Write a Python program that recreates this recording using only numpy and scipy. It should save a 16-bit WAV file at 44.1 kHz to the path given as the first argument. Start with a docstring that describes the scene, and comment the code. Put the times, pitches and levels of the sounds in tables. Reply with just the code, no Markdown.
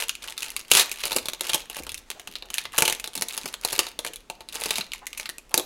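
"""In a small room, close by, hands peel clear plastic film off a cardboard box.
Each crease that buckles is a burst of noise lasting milliseconds, which rings a facet of film and knocks the box.
With every pull, tiny creases crackle and the film rustles over itself as a train of random impulses.
The fingers bump the box with soft resonant swells; the box rings on, the walls answer, the air murmurs."""
import sys
import numpy as np
from scipy import signal
from scipy.fft import rfft, irfft, next_fast_len
from scipy.io import wavfile

SR = 44100
rng = np.random.default_rng(int(sys.argv[2]) if len(sys.argv) > 2 else 0)


def write(x):
    x = np.atleast_2d(x).T
    wavfile.write(sys.argv[1], SR, np.round(np.clip(x, -1, 1) * 32767).astype(np.int16))


N = 249165


def from_db(db):
    """Amplitude ratio: twenty decibels are a factor of ten."""
    return 10 ** (np.asarray(db) / 20)


def unit_energy(x):
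    """Energy normalisation: the squares of each row sum to one."""
    return x / np.sqrt(np.sum(x ** 2, axis=-1, keepdims=True) + 1e-20)


def rms_one(x):
    """Power normalisation: the mean square becomes one."""
    return unit_energy(x) * np.sqrt(len(x))


def normal(*shape):
    """Gaussian scatter, limited to two standard deviations."""
    return np.clip(rng.standard_normal(shape), -2, 2)


def at_hz(points, hz):
    """Log-frequency interpolation: a spectrum runs straight between its points."""
    known_hz, values = np.transpose(points)
    return np.interp(np.log(np.maximum(hz, 1)), np.log(known_hz), values)


def coloured(x, points):
    """Minimum phase: folding the cepstrum gives the causal filter with a given spectrum."""
    size = next_fast_len(x.shape[-1]) * 2
    gain = from_db(at_hz(points, np.fft.rfftfreq(size, 1 / SR)))
    cepstrum = irfft(np.log(gain))
    cepstrum[1:size // 2] *= 2
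    cepstrum[size // 2 + 1:] = 0
    response = np.exp(rfft(cepstrum))
    return irfft(rfft(x, size) * response)[..., :x.shape[-1]]


def resonance(x, hz, width_hz):
    """Damped resonance: a pole pair, with a gain of one at its peak."""
    radius = np.exp(-np.pi * width_hz / SR)
    zeros = np.array([1, 0, -1]) * (1 - radius ** 2) / 2
    poles = [1, -2 * radius * np.cos(2 * np.pi * hz / SR), radius ** 2]
    return signal.lfilter(zeros, poles, x + 1e-18)


# Spectrum of the still room. Each row: frequency in Hz, relative density in dB per Hz.
AIR = [(15, -8), (35, 6), (55, -7.5), (90, -13.5), (140, -17), (230, -9.5), (400, -12), (700, -19.5),
       (2000, -24), (8000, -32), (16000, -45)]


def air(level_db=-56):
    """Stationary background noise: Gaussian noise shaped by a fixed spectrum."""
    return from_db(level_db) * rms_one(coloured(rng.standard_normal(N), AIR))


# Colour of the sound thrown back by the walls. 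Each row: frequency in Hz, gain in dB.
ROOM_COLOUR = [(100, 3.5), (400, 4), (2800, -3.5), (6000, 0), (10000, -6), (16000, -8)]
# Reverberation time of the room. Each row: frequency in Hz, time to fall by 60 dB in seconds.
ROOM_T60 = [(150, 0.24), (1000, 0.39), (3500, 0.4), (8000, 0.22), (16000, 0.39)]


def room(x, wet_db=-10.5, first_echo_s=0.0015):
    """Reverberation: diffuse echoes are noise that decays exponentially, at its own rate in each band."""
    t = np.arange(SR // 2) / SR
    edges_hz = np.r_[0, np.geomspace(200, SR / 2, num=9)]
    hz = np.fft.rfftfreq(len(t), 1 / SR)
    echoes = rfft(rng.standard_normal(len(t)))
    tail = 0
    for low, high in zip(edges_hz, edges_hz[1:]):
        band = irfft(echoes * ((hz >= low) & (hz < high)), len(t))
        t60_s = at_hz(ROOM_T60, (low + high) / 2)
        tail = tail + band * np.exp(-np.log(1000) * t / t60_s)
    onset = np.clip(t / first_echo_s - .5, 0, 1)
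    tail = coloured(unit_energy(tail * onset), ROOM_COLOUR)
    return from_db(wet_db) * signal.fftconvolve(x, tail)[:N]


def turning_walls(x, turn_hz=0.746):
    """Changing direction: as the sheet turns it faces different walls, so two echo patterns trade places."""
    angle = 2 * np.pi * turn_hz * np.arange(N) / SR
    return room(x * np.cos(angle)) + room(x * np.sin(angle))


# Fingers bump and rub the box. Each row: start in seconds, rms level in dB, pitch in Hz, length in seconds.
GRIP = [(1.153, -37, 298, 0.032), (1.202, -60, 65, .12), (1.53, -48.5, 94.5, 0.042),
        (1.773, -56, 51.3, 0.3), (1.799, -40.5, 322.6, 0.019), (2.147, -54.5, 603, 0.058),
        (2.273, -55.5, 197, 0.055), (2.406, -57.5, 553, .11), (2.615, -64, 64.5, 0.18),
        (2.734, -41.5, 980, 0.037), (2.816, -42, 410, 0.054), (3.15, -50.5, 192, 0.089),
        (3.215, -53, 232, 0.041), (3.438, -47, 212.2, 0.046), (3.773, -42.5, 376, 0.046),
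        (4.093, -47.5, 416, 0.032), (4.651, -46, 210.4, 0.033), (4.782, -42, 157, 0.032),
        (5.011, -50.5, 844, 0.058), (5.501, -52, 665, 0.068), (5.569, -33, 403, 0.056)]


def fingers(width=0.9):
    """Soft contact: skin spreads the force over time, so noise swells dully in a broad resonance."""
    out = np.zeros(N + SR)
    for s, level_db, hz, length_s in GRIP:
        swell = np.sin(np.pi * np.linspace(0, 1, int(length_s * SR)) ** 0.64) ** 2
        push = resonance(rng.standard_normal(SR), hz, width * hz)
        push = resonance(push, hz, width * hz)[-len(swell):]
        start = int(s * SR)
        out[start:start + len(swell)] += from_db(level_db) * rms_one(push * swell)
    return out[:N]


# Resonances of the box. Each row: frequency in Hz, width in Hz, gain in dB relative to one another.
BOX = [(365, 35, -3.5), (469, 18, -0.5), (583, 80, -5.5), (711, 15, 2), (886.6, 27, 9.5), (1260, 11, -30)]


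def box(x, level_db=-3.0):
    """Modal resonance: the film excites the modes of the hollow box, which ring on briefly."""
    modes = sum(from_db(db) * resonance(x, hz, width_hz) for hz, width_hz, db in BOX)
    return from_db(level_db) * modes


# The hands pull, peel or gather the film. Each row: start in seconds, hold in seconds, effort in dB,
# pitch in Hz of the facet that the grip leaves free to ring.
PULLS = [(0, 0.018, -30.5, 2830), (0.243, 0.06, -38, 2692), (0.42, 0.051, -38, 2980),
         (0.538, 0.059, -43.5, 4600), (0.764, 0.037, -19, 3770), (0.931, 0.078, -42.5, 2570),
         (1.052, 0.11, -36.5, 3800), (1.236, 0.033, -48, 3800), (1.449, 0.048, -32, 3390),
         (1.541, 0.0079, -29.5, 3260), (1.73, 0.059, -44, 2640), (1.94, .06, -49.5, 3070),
         (2.084, 0.28, -53, 2850), (2.543, 0.054, -42, 2330), (2.764, 0.13, -36, 2790),
         (3.125, 0.0723, -47, 3880), (3.296, 0.2, -40.5, 3970), (3.647, 0.2, -35, 3850),
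         (4.028, 0.052, -48, 2680), (4.547, 0.24, -35, 3970), (4.923, 0.031, -52.5, 2280),
         (5.17, 0.068, -44, 2280), (5.55, 0.014, -47, 3840)]


def effort(s, tighten_s=0.022, relax_s=0.033, held_db=-65):
    """Power addition: each pull tightens, holds and relaxes exponentially, over the stir of held film (dB)."""
    power = from_db(held_db) ** 2
    for start, hold_s, level_db, _ in PULLS:
        before = np.maximum(start - s, 0) / tighten_s
        after = np.maximum(s - start - hold_s, 0) / relax_s
        power = power + (from_db(level_db) * np.exp(-before - after)) ** 2
    return 10 * np.log10(power)


def facet_pitch(s, spread):
    """Free vibrating area: the nearest pull frees a facet and sets its pitch, scattered in octaves."""
    start, hold_s, _, hz = np.transpose(PULLS)
    distance = np.abs(s[:, None] - start - hold_s / 2) - hold_s / 2
    nearest = np.argmin(distance, axis=1)
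    return hz[nearest] * 2 ** (spread * normal(len(s)))


# Film sliding over film. Each row: frequency in Hz, relative density in dB per Hz.
SLIDE = [(150, -18), (450, -5.5), (1000, -2.5), (1600, -0.5), (2700, -3.5), (4100, -5.5), (5500, -7),
         (10000, -9), (16000, -25)]


def rustle(per_s=4000, offset_db=-7.5, catch_spread_db=5.0):
    """Stick-slip friction: film slides over film and card in thousands of minute, unequal catches."""
    sizes = from_db(catch_spread_db * normal(N))
    catches = (rng.random(N) < per_s / SR) * rng.standard_normal(N) * sizes
    work = from_db(effort(np.arange(N) / SR) + offset_db)
    return work * rms_one(coloured(catches, SLIDE))


# Voice of the box when knocked. Each row: frequency in Hz, relative gain in dB.
KNOCK = [(50, -16.5), (130, -3.5), (220, -4.5), (380, 3.5), (600, 4.5), (1150, 3.5), (1700, -4),
         (4000, -68)]
# Voice of the flexing sheet. 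Each row: frequency in Hz, relative gain in dB.
FLEX = [(500, -36), (1200, -6), (1850, -13.5), (2250, -1), (2800, 3), (3350, -1.5), (4000, 3.5),
        (5200, -4.5), (7000, -21), (14000, -74.5)]
# Voice of the crease itself. Each row: frequency in Hz, relative gain in dB.
CRACK = [(2000, -43), (4500, -15), (6200, 2.5), (8000, 0.5), (10500, 2.5), (13000, -5), (16000, -13.5)]


def buckle(rows, swell_per_ms=0.039, shaking=0.39, facet_q=10, facet_db=-5.0, flutter_db=-3.0,
           treble_flutter_db=-4.5, flutter_ms=7.74, gain_db=24.0):
    """Snap-through buckling: a crease gives way in a volley of slips, ringing the facet of film beside it."""
    s, level_db, knock_db, treble_db, length_ms, facet_hz = np.transpose(rows)
    length = length_ms[:, None]
    ms = np.arange(1024) * 1000 / SR
    # a short snap starts at once, a long volley swells
    rise_ms = swell_per_ms * length ** 2
    slips = rng.standard_normal((len(s), len(ms))) * (1 - np.exp(-ms / rise_ms))
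    volley = unit_energy(np.exp(-(ms / np.maximum(length, .3)) ** 2))
    # the shock runs on through the crumpled sheet, weaker in the treble; long volleys shake it more
    flutter = unit_energy(np.exp(-ms / flutter_ms)) * length ** shaking
    shock = slips * np.hypot(volley, from_db(flutter_db) * flutter)
    crack = slips * np.hypot(volley, from_db(treble_flutter_db) * flutter)
    treble = from_db(treble_db)[:, None] * unit_energy(coloured(crack, CRACK))
    sheet = unit_energy(coloured(shock, FLEX)) + treble
    # small facets ring high and briefly, large ones low and longer
    facet = np.array([resonance(push, hz, hz / facet_q) for push, hz in zip(crack, facet_hz)])
    film = unit_energy(unit_energy(sheet) + from_db(facet_db) * unit_energy(facet))
    knock = from_db(knock_db)[:, None] * unit_energy(coloured(shock, KNOCK))
    snapping = from_db(level_db + gain_db)[:, None] * (film + knock)
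    out = np.zeros(N + len(ms))
    for start, snap in zip(np.clip(s * SR, 0, N).astype(int), snapping):
        out[start:start + len(ms)] += snap
    return out[:N]


def fine_crackle(count=800, busy_db=-33.0, crowding=.6, tick_db=-34.0, follows=0.54, knock_db=-25.0,
                 treble_db=1.0, colour_db=5.0, length_ms=0.3, facet_spread=0.36):
    """Random point process: few tiny creases tick in held film, a louder crowd as it is worked."""
    s = rng.uniform(0, N / SR, count)
    taut, bright, long = normal(count, 3).T
    work_db = effort(s) - busy_db
    gives_way = rng.random(count) < from_db(crowding * work_db)
    creases = np.column_stack([s, tick_db + follows * work_db, knock_db + colour_db * taut,
                               treble_db + colour_db * bright, length_ms * np.exp(.5 * long),
                               facet_pitch(s, facet_spread)])
    return buckle(creases[gives_way])


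def neighbours(chance=.65, lag_s=.008, scatter_s=.009, weaker_db=-12.0, spread_db=1.5, length_ms=.7,
               facet_spread=0.73):
    """Triggered release: a smaller crease beside a loud one often gives way just before or after it."""
    s, level_db, knock_db, treble_db, _ = np.transpose(SNAPS)
    when, size, bright = normal(len(s), 3).T
    creases = np.column_stack([s + lag_s + scatter_s * when, level_db + weaker_db + spread_db * size,
                               knock_db, treble_db + spread_db * bright, np.full(len(s), length_ms),
                               facet_pitch(s, facet_spread)])
    return buckle(creases[rng.random(len(s)) < chance])


def peel(start_s=.735, length_s=.095, count=110, level_db=-27.0, ends_db=6.5, spread_db=1.5,
         knock_db=-16.5, treble_db=-0.5, length_ms=0.74, facet_spread=.6):
    """Progressive detachment: film tears free in one pull, a dense run of slips that is loudest midway."""
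    along = (np.arange(count) + rng.random(count)) / count
    s = start_s + length_s * along
    slip_db = level_db - ends_db * (2 * along - 1) ** 2 + spread_db * rng.standard_normal(count)
    voice = np.tile([knock_db, treble_db, length_ms], (count, 1))
    return buckle(np.column_stack([s, slip_db, voice, facet_pitch(s, facet_spread)]))


# The loudest creases that buckle. Each row: start in seconds, level in dB before the common gain of buckle(),
# box knock in dB relative to the film (strong where the film is taut), treble in dB relative to the flexing
# sheet, length of the volley in ms.
SNAPS = [(0.0235, -25.5, -11, -2, 0.9), (0.0374, -30.5, -19.5, 3, 1.4), (0.0832, -30.5, -24, 20, 0.84),
         (0.094, -19.5, -43, 2.5, 0.39), (0.1527, -32, -33, 1, 0.75), (0.2829, -31.5, -26, -9.5, 1.36),
         (0.3778, -27, -43, 1.5, 2.2), (0.4058, -33.5, -25, 8, 0.33), (0.4219, -29.5, -37, 1.5, 2.2),
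         (0.4302, -26, -24, 3, 0.98), (0.5036, -31.7, -33, 25, 0.27), (0.5644, -22.5, -27, -1, 0.89),
         (0.7146, -7, -15.5, 6.5, 2.2), (0.7352, -16.5, -16, 10, 2.5), (0.7503, -12.5, -16.5, 9, 1.8),
         (0.7689, -13, -33, 5, 6.2), (0.7952, -12, -23, 1, 4.7), (0.9148, -24, -20, 8, 2.7),
         (1.036, -22.0, -13, -7.5, 3.7), (1.0542, -22.5, -13, 1.5, 1.6), (1.0666, -30.7, -7, -1, 3.3),
         (1.1074, -29, -7, -5.5, 4.8), (1.1176, -23.5, -7.5, 0, 3.8), (1.1289, -25, -11, -1, 2.16),
         (1.1628, -16.5, -8.5, 2.5, 3.1), (1.1846, -24.5, -34, -2, 1.1), (1.2564, -28.1, -13, 3, 2.2),
         (1.2848, -22.8, -10, 2, 1.6), (1.3342, -27.5, -13.5, 0.5, 0.4), (1.4084, -21.5, -12, 5.5, 1.83),
         (1.4936, -20.5, -13, -0.5, 5.3), (1.533, -19.5, -25, -1, 1.3), (1.5436, -16, -11, 10, 4.9),
         (1.6986, -31, -12, 8, 1.4), (1.7673, -32, -5, 13, 1.2), (1.7864, -33.5, -8, 5, 5.4),
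         (1.835, -37.5, -16, 13, 0.49), (1.8669, -34.5, -4.5, 3, 2.2), (1.8931, -29.5, -40, -1, 0.57),
         (1.9188, -33, -19, 7, 0.73), (1.9439, -29, -30, 16, 1.1), (1.9788, -37.5, -26, 25, 0.72),
         (2.1025, -26.8, -14.5, 5.5, 0.19), (2.1142, -33, -15, -9, 0.47), (2.1965, -36.4, -9, 5, 1.53),
         (2.2738, -32, -11, 0.5, 1.5), (2.3547, -28, -19, -10, 1), (2.4239, -33.5, -11.5, -14, 1.05),
         (2.502, -32, -11, 7, 2.54), (2.5413, -23, -28, 17, 0.99), (2.5825, -19, -40, 0, 1.05),
         (2.6535, -29, -9, -10, 2.1), (2.7807, -17, -14.5, 18, 0.54), (2.784, -12.9, -10, 17, 2.6),
         (2.822, -12.5, -8, 8.5, 1.5), (2.8513, -17.5, -18, 3, 6.8), (2.8778, -15.4, -11, 3.5, 2.9),
         (2.8981, -20.5, -11, 8, 1.6), (2.9251, -21, -15, 9, 1.4), (2.9983, -30.5, -16, 9, 1.0),
         (3.0419, -27, -12, -2.5, 1.4), (3.0751, -30, -10.5, 6, 1.3), (3.1527, -25.5, -15, 3, 3),
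         (3.1761, -27.5, -12, 6, 1.7), (3.221, -19, -13, 5, 3.1), (3.2848, -28, -33, 21, 1.7),
         (3.308, -33, -26, -8, 2), (3.3766, -24, -13.5, 2.5, 1.6), (3.457, -27.5, -5.5, 0, 2.8),
         (3.5404, -27.5, -9.5, 2, 0.72), (3.6488, -18.0, -9.5, 4.5, 1.3), (3.7268, -22.5, -8.5, 6, 5.9),
         (3.791, -12.5, -12, -2.5, 1.8), (3.8672, -30.5, -9, -7, 1.8), (3.9905, -24.5, -9.5, 2, 0.91),
         (4.048, -27, -6, 4, 2.4), (4.0641, -29, -9, 5, 1.9), (4.0738, -31, -11, 3, 1.1),
         (4.1342, -35, -18.5, 8, 2.3), (4.1591, -33.5, -37, 9, 0.61), (4.2997, -29.5, -4.5, 1.5, 1.1),
         (4.406, -39.5, -3, -3, 2.7), (4.4878, -34.2, -19, -2.5, 0.49), (4.5551, -30, -7.5, 13, 2.16),
         (4.6182, -30.5, -4, -1, 1.9), (4.637, -24.5, -27, -1.5, 1.1), (4.6577, -24.5, -9, -1, 3.6),
         (4.706, -17.8, -12.5, -5, 4.2), (4.7564, -24.5, -19, -3, 1.9), (4.7826, -23, -9, 0, 1.9),
         (4.809, -24.5, -33, -11, 0.89), (4.9189, -30, -27, -9, 0.94), (4.9348, -27.5, -40, -1, 0.89),
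         (5.0679, -28, -33, 8, 0.47), (5.1304, -33.5, -37, -0.5, 0.8), (5.174, -28.8, -40, 13, 7),
         (5.1979, -27.3, -15.5, 1, 1.35), (5.2563, -29.5, -37, -7, 3.5), (5.2916, -29, -13.5, 3, 0.42),
         (5.2977, -31, -16, 5, 0.75), (5.383, -34.5, -17, 21, 0.64), (5.542, -13, -11, 2.5, 0.89),
         (5.5776, -14.5, -19.5, 7.5, 0.85), (5.5969, -25, -9, 7, 0.69)]


def snaps(facet_spread=0.18):
    """Impulsive excitation: each loud crease rings the facet that is free at the time."""
    start_s = np.array(SNAPS)[:, 0]
    return buckle(np.column_stack([SNAPS, facet_pitch(start_s, facet_spread)]))


def scene():
    """Superposition: film, box and fingers sound directly and by way of the walls, over the still air."""
    film = snaps() + neighbours() + peel() + fine_crackle() + rustle()
    handled = film + box(film) + fingers()
    return (handled + turning_walls(handled) + air())[None]


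def record(dry, overload=.9, cutoff_hz=16000):
    """Overload and band limit: the sharpest snaps are clipped, then a steep low-pass cuts the top."""
    clipped = np.clip(dry, -overload, overload)
    low_pass = signal.ellip(10, .2, 80, cutoff_hz, fs=SR, output="sos")
    return signal.sosfilt(low_pass, clipped)


dry = scene()
out = record(dry)
write(out)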